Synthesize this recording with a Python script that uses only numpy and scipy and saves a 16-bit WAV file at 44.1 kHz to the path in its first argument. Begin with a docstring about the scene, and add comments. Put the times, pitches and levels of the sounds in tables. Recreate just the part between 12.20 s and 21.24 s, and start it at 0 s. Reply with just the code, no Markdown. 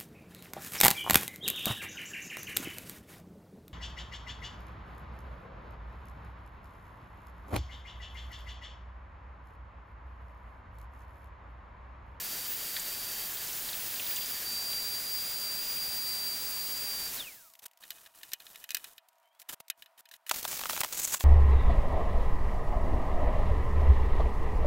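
"""Workshop chores in fast motion, so every sound is high and short. First a vacuum cleaner hisses and
whines over a plank bench, sucking up grit; near 5 s it is switched off and spins down. Next a rag wipes
the planks while a steel casting and tools knock on them, followed by small slides and clicks. From about
8 s a wire brush on a rod scrubs and rattles in the casting's bores. A faint room hum lies under it all."""
import sys
import numpy as np
from scipy import signal
from scipy.fft import rfft, irfft, next_fast_len
from scipy.io import wavfile
from scipy.ndimage import map_coordinates

SR = 44100
rng = np.random.default_rng(int(sys.argv[2]) if len(sys.argv) > 2 else 0)


def transcribe(u):
    """Save the signal u as a 16-bit wav file named by the first command-line argument.

    u: samples, shape (n,) or (channels, n), limited to [-1, 1]; the rate is SR.
    q: integer samples, one column per channel.
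    """
    v = np.clip(np.atleast_2d(u).T, -1, 1)
    q = np.round(v * 32767).astype(np.int16)
    wavfile.write(sys.argv[1], SR, q)


N = 398663


def amp(db):
    """Decibels to gain."""
    return 10 ** (np.asarray(db) / 20)


def unit(x):
    """Scale to rms 1."""
    return x / np.sqrt(np.mean(x ** 2) + 1e-20)


def clock():
    """The time of every sample, in seconds."""
    return np.arange(N) / SR


def automation(points):
    """A lane of straight ramps through (time [s], value) points."""
    return np.interp(clock(), *np.transpose(points))


def wobble(rate):
    """A smooth random modulator with rate knots a second."""
    return map_coordinates(rng.standard_normal(int(N * rate / SR) + 4), [clock() * rate])


def filtered(x, response):
    """EQ x with a gain that is a function of frequency."""
    size = next_fast_len(N + SR // 2)
    return irfft(rfft(x, size) * response(np.fft.rfftfreq(size, 1 / SR)), size)[..., :N]


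def noise(spectrum):
    """Noise of rms 1 coloured by (frequency [Hz], level [dB]) points."""
    points_hz, db = np.transpose(spectrum)
    colour = lambda hz: amp(np.interp(np.log(hz + 1), np.log(points_hz + 1), db))
    return unit(filtered(rng.standard_normal(N), colour))


def ringing(modes):
    """Noise of rms 1 through (frequency [Hz], width [Hz], level [dB]) resonances."""
    body = lambda f: sum(amp(db) / (1 + (2 * (f - hz) / width) ** 2) for hz, width, db in modes)
    return unit(filtered(rng.standard_normal(N), body))


def tone(hz):
    """A sine of rms 1 that follows a pitch curve."""
    return np.sqrt(2) * np.sin(2 * np.pi * np.cumsum(hz) / SR)


def add(track, s, sound):
    """Mix a short sound into a track at time s."""
    part = track[round(s * SR):][:len(sound)]
    part += sound[:len(part)]


def hits(times, levels_db, attack, t60):
    """A percussive envelope that jumps at each hit and dies away; attack and t60 in seconds."""
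    power, t = np.zeros(N), np.arange(SR // 8) / SR
    for s, db in zip(times, levels_db):
        add(power, s, (amp(db - 60 * t / t60) * (1 - np.exp(-t / attack))) ** 2)
    return np.sqrt(power)


def gates(times, lengths, levels_db, edge):
    """An envelope that holds for each length, with soft edges; edge in seconds."""
    power = np.zeros(N)
    for s, length, db in zip(times, lengths, levels_db):
        start = max(s - 4 * edge, 0)
        t = np.arange(round((length + 8 * edge) * SR)) / SR + start - s
        fade_in = (1 + np.tanh(t / edge)) / 2
        fade_out = (1 - np.tanh((t - length) / edge)) / 2
        add(power, start, amp(db) ** 2 * fade_in * fade_out)
    return np.sqrt(power)


# body of the airflow: (frequency [Hz], level [dB])
RUSH_EQ = [(20, -2), (400, -3.5), (950, -3), (1200, -3.5), (1500, -2), (2600, -1.5), (3300, -2), (3800, 0),
           (4300, -1), (5500, -5), (9000, -55)]
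# bright fizz on top: (frequency [Hz], level [dB])
FIZZ_EQ = [(2500, -60), (4000, -12), (5000, -3), (5700, -3), (6700, -1), (8500, -2.5), (10500, -1.5),
           (12200, 0), (13000, -0.5), (15000, 4), (16000, -2)]
# the nozzle's cavity: (frequency [Hz], width [Hz], level [dB])
NOZZLE_MODES = [(1730, 240, -0.5), (3180, 410, -1), (12140, 610, 5), (13400, 450, 2.5), (15000, 520, -0.5)]
HOSE_LAG_S, RUSH_DB_PER_DECADE, FIZZ_DB_PER_DECADE = 0.032, 43.18, 34  # how the air follows fan speed


def suction():
    """Turbulent air in the nozzle and hose rings the nozzle's cavity at first and dies with the fan."""
    rush = amp(-45.5 + RUSH_DB_PER_DECADE * np.log10(coasting_speed(HOSE_LAG_S))) * noise(RUSH_EQ)
    fizz = amp(-37.5 + FIZZ_DB_PER_DECADE * np.log10(coasting_speed(0))) * noise(FIZZ_EQ)
    cavity = gates([0], [2.25], [-48], edge=0.02) * amp(1.9 * wobble(8.8)) * ringing(NOZZLE_MODES)
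    fade_db = -90 * np.maximum(clock() - 5.27, 0)
    return amp(fade_db + 0.5 * wobble(40)) * (rush + fizz + cavity)


# the whine's drift with fan speed: (time [s], base pitch [Hz])
WHINE_PITCH = [(0, 4700), (0.42, 4700), (0.57, 4667), (0.68, 4706), (1, 4670), (1.5, 4729), (1.9, 4780),
               (2.25, 4662), (2.5, 4720), (2.75, 4720), (3.05, 4766), (3.3, 4723), (3.46, 4780), (4, 4720),
               (4.55, 4743), (4.92, 4690)]
# the whine's fader, low while the nozzle works close over the bench: (time [s], base level [dB])
WHINE_LEVEL = [(0, -50), (1, -46), (1.3, -55.5), (1.72, -54), (2.12, -40), (2.235, -56), (2.265, -36.5),
               (3.3, -39.0), (4.08, -36.5), (4.19, -41), (4.72, -38.5), (4.87, -39.5), (4.93, -57.5)]
# the nozzle seals on a plank for a moment and the unloaded fan races: (time [s], pitch rise [Hz])
NOZZLE_SEALS = [(0.32, 89), (1.13, 91), (1.35, 110), (2.08, 81), (2.83, 54), (3.12, 29), (3.67, 12),
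                (4.61, 31)]
SEAL_RAMP_S, CHOKE_DB_PER_HZ = 0.04, 0.104
SKIM_START_S, SKIM_LENGTH_S, FLUTTER_HZ = 1.1, 1.0, 15.3  # skimming the planks adds flutter to the fan
SWITCH_OFF_S = 4.962


def fan():
    """The blades whine, higher and weaker when the nozzle is choked; the hose whistle rides on top."""
    skimming = gates([SKIM_START_S], [SKIM_LENGTH_S], [0], edge=0.018)
    surges_hz = sum(rise * np.exp(-((clock() - s) / SEAL_RAMP_S) ** 2) for s, rise in NOZZLE_SEALS)
    racing_hz = surges_hz + (5.5 + FLUTTER_HZ * skimming) * wobble(18)
    fan_hz = automation(WHINE_PITCH) + racing_hz
    rough_hz = fan_hz + (2 + 5 * skimming) * wobble(120)
    level_db = automation(WHINE_LEVEL) - CHOKE_DB_PER_HZ * racing_hz + 0.97 * wobble(29.97)
    whine = amp(level_db) * (tone(rough_hz) + amp(-28) * tone(2 * rough_hz))
    running = np.clip((SWITCH_OFF_S - clock()) / 0.03, 0, 1)
    return running * (whine + hose_whistle(fan_hz))


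def hose_whistle(fan_hz):
    """A choked nozzle slows the air, so the hose starts to whistle, lower as the fan speeds up."""
    hz = 15700 - 3.6 * (fan_hz - 4732) + 30 * wobble(25) + 25 * wobble(250)
    choked = np.clip((fan_hz - 4705) / 30, 0, 1)
    return choked * amp(-43.5 + 4 * wobble(30.25)) * tone(hz)


def coasting_speed(lag, air_drag_s=0.168, friction_s=1.2):
    """The fan's share of full speed: after switch-off, air drag and then bearing friction brake it."""
    t = np.maximum(clock() - SWITCH_OFF_S - lag, 0)
    return np.exp(-t / friction_s) / (1 + t / air_drag_s)


# the vacuum's housing: (frequency [Hz], width [Hz], boost [dB])
HOUSING_MODES = [(3540, 530, 18), (2480, 280, 12)]
COAST_START_HZ, COAST_DB_PER_DECADE = 4690, 45


def spin_down():
    """After switch-off the whine glides down and fades, flaring in the housing's resonances."""
    speed = coasting_speed(0)
    hz = COAST_START_HZ * speed
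    flare_db = sum(db / (1 + (2 * (hz - centre) / width) ** 2) for centre, width, db in HOUSING_MODES)
    level_db = -48 + COAST_DB_PER_DECADE * np.log10(speed) + flare_db + 3.5 * wobble(110)
    coasting = (speed < 1) * np.clip((hz - 700) / 400, 0, 1)
    return coasting * amp(level_db) * tone(hz * (1 + 0.0075 * wobble(300)))


# large chips and nozzle taps: (time [s], level [dB], ring pitch [Hz])
CHIP_HITS = [(.564, -32, 3740), (.566, -34, 1790), (0.596, -34, 7640), (1.272, -40, 6530),
             (1.329, -41, 6200), (1.488, -37.5, 3600), (1.53, -39, 3870), (1.796, -34.5, 2830),
             (1.865, -42, 2910), (1.91, -41, 3700), (1.961, -33.5, 7400), (1.966, -36, 3280),
             (2.058, -37.5, 6760), (2.53, -41, 3480), (3.57, -39, 2900)]
FINE_COUNT, FINE_CENTRE_HZ, CHIP_T60_S = 32, 3557, 0.043


def grit():
    """Chips each ring briefly in the tube; fine grit comes ever thicker as the nozzle skims on."""
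    out, t = np.zeros(N), np.arange(SR // 25) / SR
    when, size, pitch = rng.random((FINE_COUNT, 3)).T
    fine_s = SKIM_START_S + SKIM_LENGTH_S * np.sqrt(when)
    fine_db = -45 + 8 * (size - 0.5)
    fine_hz = FINE_CENTRE_HZ * 2 ** (1.3 * (pitch - 0.5))
    for s, db, hz in [*CHIP_HITS, *zip(fine_s, fine_db, fine_hz)]:
        band = signal.butter(2, [hz * 0.88, hz * 1.18], "band", fs=SR, output="sos")
        ring = unit(signal.sosfilt(band, rng.standard_normal(len(t))))
        envelope = amp(db + 2 - 60 * t / CHIP_T60_S) * (1 - np.exp(-t / 0.00031))
        add(out, s, envelope * ring)
    return out


# the casting and tools land on the bench: (time [s], level [dB])
KNOCK_HITS = [(5.636, -40), (5.705, -24.5), (5.7174, -38), (5.861, -43.5), (6.032, -30), (6.118, -34),
              (6.1338, -16.5), (6.202, -41), (6.2667, -37.5), (6.3577, -33), (6.4405, -29), (6.491, -30.5),
              (6.5055, -20.5), (6.5163, -30), (6.5461, -10.5), (6.5687, -21.5), (6.6425, -25.5),
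              (6.7803, -38.5), (7.5006, -17), (7.6227, -37), (7.66, -48), (7.855, -46), (7.913, -38.5),
              (7.9388, -37.5), (8.065, -37), (8.0942, -15.5)]
# the planks' resonances: (frequency [Hz], width [Hz], level [dB])
PLANK_MODES = [(1770, 400, -1), (2505, 58, 3.5), (2975, 260, 0), (3710, 390, -1.5), (4070, 230, -.5),
               (5070, 170, -4), (13300, 1200, -7)]
# bright transient of a hard contact: (frequency [Hz], level [dB])
CRACK_EQ = [(60, -20), (400, -25), (1350, -14), (2100, -0.5), (7000, -1), (9500, -4.5), (13500, 1.5),
            (16000, -6)]


def knocks():
    """Hard things meet the bench: a bright crack, the woody ring of the planks and a short tail."""
    s, db = np.transpose(KNOCK_HITS)
    ring_db = -22 + 0.62 * db  # the ring grows more slowly than the crack
    crack = hits(s, db - 7, attack=0.00018, t60=0.021) * noise(CRACK_EQ)
    ring = hits(s, ring_db, attack=0.00017, t60=0.035) * ringing(PLANK_MODES)
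    # the three lowest modes linger, in a different balance at each spot on the bench
    spots_db = 3 * rng.standard_normal((len(s), 3)).T
    tail = sum(hits(s, ring_db - 18.5 + spot_db, attack=0.003, t60=0.079) * ringing([mode])
               for mode, spot_db in zip(PLANK_MODES, spots_db))
    return crack + ring + tail


# scrubs in the bores: (time [s], length [s], level [dB], squeal offset [dB])
BRUSH_STROKES = [(8.114, 0.0054, -31.5, 1), (8.141, 0.0091, -35, -20), (8.159, 0.044, -34.5, -20),
                 (8.228, 0.035, -38.5, -20), (8.277, 0.085, -34.5, -10.5), (8.368, 0.13, -38, -18),
                 (8.49, .11, -35.5, -19), (8.605, .01, -30, -15), (8.634, 0.013, -34.5, -9),
                 (8.656, .075, -42, -20), (8.725, 0.014, -33.5, -6), (8.743, 0.022, -39, -6),
                 (8.771, 0.092, -34.5, -3.5), (8.839, 0.015, -41, 11.5), (8.873, 0.041, -35, -3.5),
                 (8.921, 0.029, -32.5, -3), (8.955, .027, -40, -4), (8.999, 0.053, -38, -8)]
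# wire scraping on steel: (frequency [Hz], level [dB])
BRISTLE_EQ = [(25, -3), (400, -4), (800, -2), (1600, -2), (3500, -1), (7000, 0.5), (10000, -2),
              (12500, 1.5), (16000, 3.5)]
# the bristles' squeal: (frequency [Hz], width [Hz], level [dB])
SQUEAL_MODES = [(6100, 450, -5), (6830, 500, -1), (7660, 1500, -1), (11200, 1100, -5.5)]
BITE_BOOST_DB = 6.5  # the wires dig in at the start of a stroke


def brush():
    """Wire bristles bite, then catch and slip on the steel, squealing mostly on the later strokes."""
    s, length, db, squeal_db = np.transpose(BRUSH_STROKES)
    catching = unit(amp(2.2 * wobble(130) + 2.75 * wobble(1500)))
    bite = hits(s, db + BITE_BOOST_DB, attack=0.0012, t60=0.047)
    pressure = np.hypot(gates(s, length, db, edge=0.0035), bite)
    dragging = gates([s[0]], [s[-2] - s[0]], [-44], edge=0.003)  # light contact between strokes
    scrape = np.maximum(pressure, dragging) * noise(BRISTLE_EQ)
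    squeal = gates(s, length, db + squeal_db, edge=0.0015) * ringing(SQUEAL_MODES)
    return catching * (scrape + squeal)


# the brush bumps in the bore: (time [s], level [dB])
BORE_BUMPS = [(8.112, -22), (8.251, -32.5), (8.328, -39), (8.393, -37.5), (8.413, -36.5), (8.436, -35),
              (8.456, -35), (8.496, -32), (8.532, -35), (8.564, -36), (8.576, -34.5), (8.613, -30.5),
              (8.634, -31), (8.646, -33.5), (8.944, -30), (9.007, -34.5)]


def bumps():
    """Each bump in the bore is a scratchy tick and a falling pop with a brief hollow tail."""
    s, db = np.transpose(BORE_BUMPS)
    tick_eq = [(300, -24), (700, 3), (3000, 2.5), (7000, -4), (16000, -7.5)]
    hollow_eq = [(400, -22), (620, 3), (1400, -1), (3000, -19)]
    ticks = hits(s, db + 11, attack=0.00042, t60=0.013) * noise(tick_eq)
    hollow = hits(s + 0.0013, db, attack=0.0016, t60=0.022) * noise(hollow_eq)
    pops, t = np.zeros(N), np.arange(SR // 40) / SR
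    swell = t / 0.0014 * np.exp(1 - t / 0.0015)
    for start, level, (detune, phase) in zip(s, db, rng.standard_normal((len(s), 2))):
        hz = (600 + 1300 * np.exp(-t / 0.00158)) * np.exp(0.15 * detune)
        add(pops, start, amp(level - 2) * swell * np.sin(2 * np.pi * np.cumsum(hz) / SR + phase))
    return ticks + hollow + pops


# wipes of the rag: (time [s], length [s])
RAG_PASSES = [(5.606, .27), (5.949, 0.19), (6.199, 0.247), (6.511, 0.226)]
# steel parts slide over the planks: (time [s], length [s], level [dB], rumble offset [dB])
STEEL_SLIDES = [(5.422, 0.025, -52.5, -14), (5.457, 0.0087, -39, -21), (7.194, 0.036, -59, -23),
                (7.2905, 0.01, -34.5, -16.5), (7.295, 0.024, -43.5, -14), (7.326, 0.018, -39.5, -13),
                (7.402, 0.0059, -48.5, -6.5), (7.575, .073, -65, -13), (7.779, 0.029, -55, -19),
                (7.92, 0.047, -57, -19), (8.066, .034, -51, -31)]
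# friction hiss on wood: (frequency [Hz], level [dB])
FRICTION_EQ = [(100, -26.5), (600, -10.5), (1400, -1), (1800, -6.5), (7000, -1.5), (10500, -0.5),
               (13000, 1.5), (16000, -1)]
# the planks under a heavy slide: (frequency [Hz], level [dB])
RUMBLE_EQ = [(25, 0.5), (400, 2), (1200, 4.5), (2500, -28), (6000, -43)]
RAG_DB, RAG_LIFT_S = -56, 6.78  # the rag trails between passes until it is lifted


def wipes_and_slides():
    """Cloth and steel drag over the grain, ring the planks and shake them."""
    s, length = np.transpose(RAG_PASSES)
    passes = gates(s, length, np.full(len(s), RAG_DB), edge=0.0026)
    trailing = gates([s[0]], [RAG_LIFT_S - s[0]], [RAG_DB - 11.5], edge=0.003)
    rag = np.maximum(passes, trailing)
    slide_s, slide_length, db, rumble_db = np.transpose(STEEL_SLIDES)
    steel = gates(slide_s, slide_length, db, edge=0.0014)
    steel_weight = gates(slide_s, slide_length, db + rumble_db, edge=0.0011)
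    grain = unit(amp(0.7 * wobble(70) + 1.2 * wobble(250) + 2.4 * wobble(1100)))
    scuffs = np.clip(wobble(70), -1, 1.8)  # each catch rings the lower modes
    hiss = noise(FRICTION_EQ) + amp(-12.5 + 7 * scuffs) * ringing(PLANK_MODES[:4])
    rumble = (amp(-14.5) * rag + steel_weight) * noise(RUMBLE_EQ)
    return grain * ((rag + steel) * hiss + rumble)


# steel touches steel: (time [s], level [dB])
STEEL_CLICKS = [(6.886, -44.5), (7.1978, -34), (7.217, -35.5), (7.402, -32.5), (7.4818, -36.5),
                (7.8888, -41.5)]


def clicks():
    """Light, dry clicks of steel on steel, which leave the planks still."""
    s, db = np.transpose(STEEL_CLICKS)
    return hits(s, db - 8.5, attack=0.00014, t60=0.025) * noise(CRACK_EQ)


# spells of light handling: (start [s], end [s], tick level [dB])
HANDLING_SPELLS = [(5.306, 5.44, -53), (5.484, 5.6, -58.5), (6.929, 7.18, -65.5)]


def handling(spacing_s=0.024):
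    """Loose runs of ticks as things are shifted about and the hose is put away."""
    out = np.zeros(N)
    for start, end, db in HANDLING_SPELLS:
        slots = np.arange(start, end, spacing_s)
        late, accent = rng.standard_normal((len(slots), 2)).T
        out += hits(slots + 0.0067 * late, db + 4 * accent, attack=0.00017, t60=0.022) * noise(CRACK_EQ)
    return out


# the squeak's glide: (time [s], pitch [Hz], level [dB])
SQUEAK_GLIDE = [(7.03, 3020, -82), (7.08, 3090, -77), (7.21, 3480, -81)]


def squeak():
    """A faint, ragged squeak rises, with a weaker partial below it."""
    s, pitch, db = np.transpose(SQUEAK_GLIDE)
    hz = np.interp(clock(), s, pitch)
    sounding = (clock() > s[0]) & (clock() < s[-1])
    envelope = sounding * amp(np.interp(clock(), s, db) + 6.8 * wobble(60))
    return envelope * (tone(hz + 25 * wobble(300)) + amp(-8) * tone(0.73 * hz + 25 * wobble(300)))


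# room tone: (frequency [Hz], level [dB])
ROOM_EQ = [(15, -68.5), (25, -43.5), (274, -33), (482, -25.5), (684, -4.5), (826, -11), (970, -6),
           (1080, -11), (6210, -30), (15500, -29)]
# partials of the hum: (pitch [Hz], level [dB])
HUM_PARTIALS = [(662, -79), (947, -80)]


def room():
    """A bed of quiet workshop air and a faint wavering hum."""
    hum = sum(amp(db + 1.3 * wobble(21)) * tone(hz + 2.54 * wobble(25)) for hz, db in HUM_PARTIALS)
    return amp(-72.5 + 2.1 * wobble(29)) * noise(ROOM_EQ) + hum


def scene():
    """A mono mix on both channels, heard from one point above the bench."""
    vacuum = suction() + fan() + spin_down()
    bench_work = knocks() + clicks() + wipes_and_slides() + handling() + squeak()
    mono = vacuum + bench_work + brush() + bumps() + room() + grit()
    return np.array([mono, mono])


def record(dry):
    """A soft clipper rounds off the highest peaks, then a steep low-pass trims the very top."""
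    ceiling, cutoff_hz = 0.18, 15850
    rounded = dry / (1 + (dry / ceiling) ** 4) ** (1 / 4)
    return filtered(rounded, lambda hz: np.clip((cutoff_hz - hz) / 150 + 0.5, 0, 1))


dry = scene()
out = record(dry)
transcribe(out)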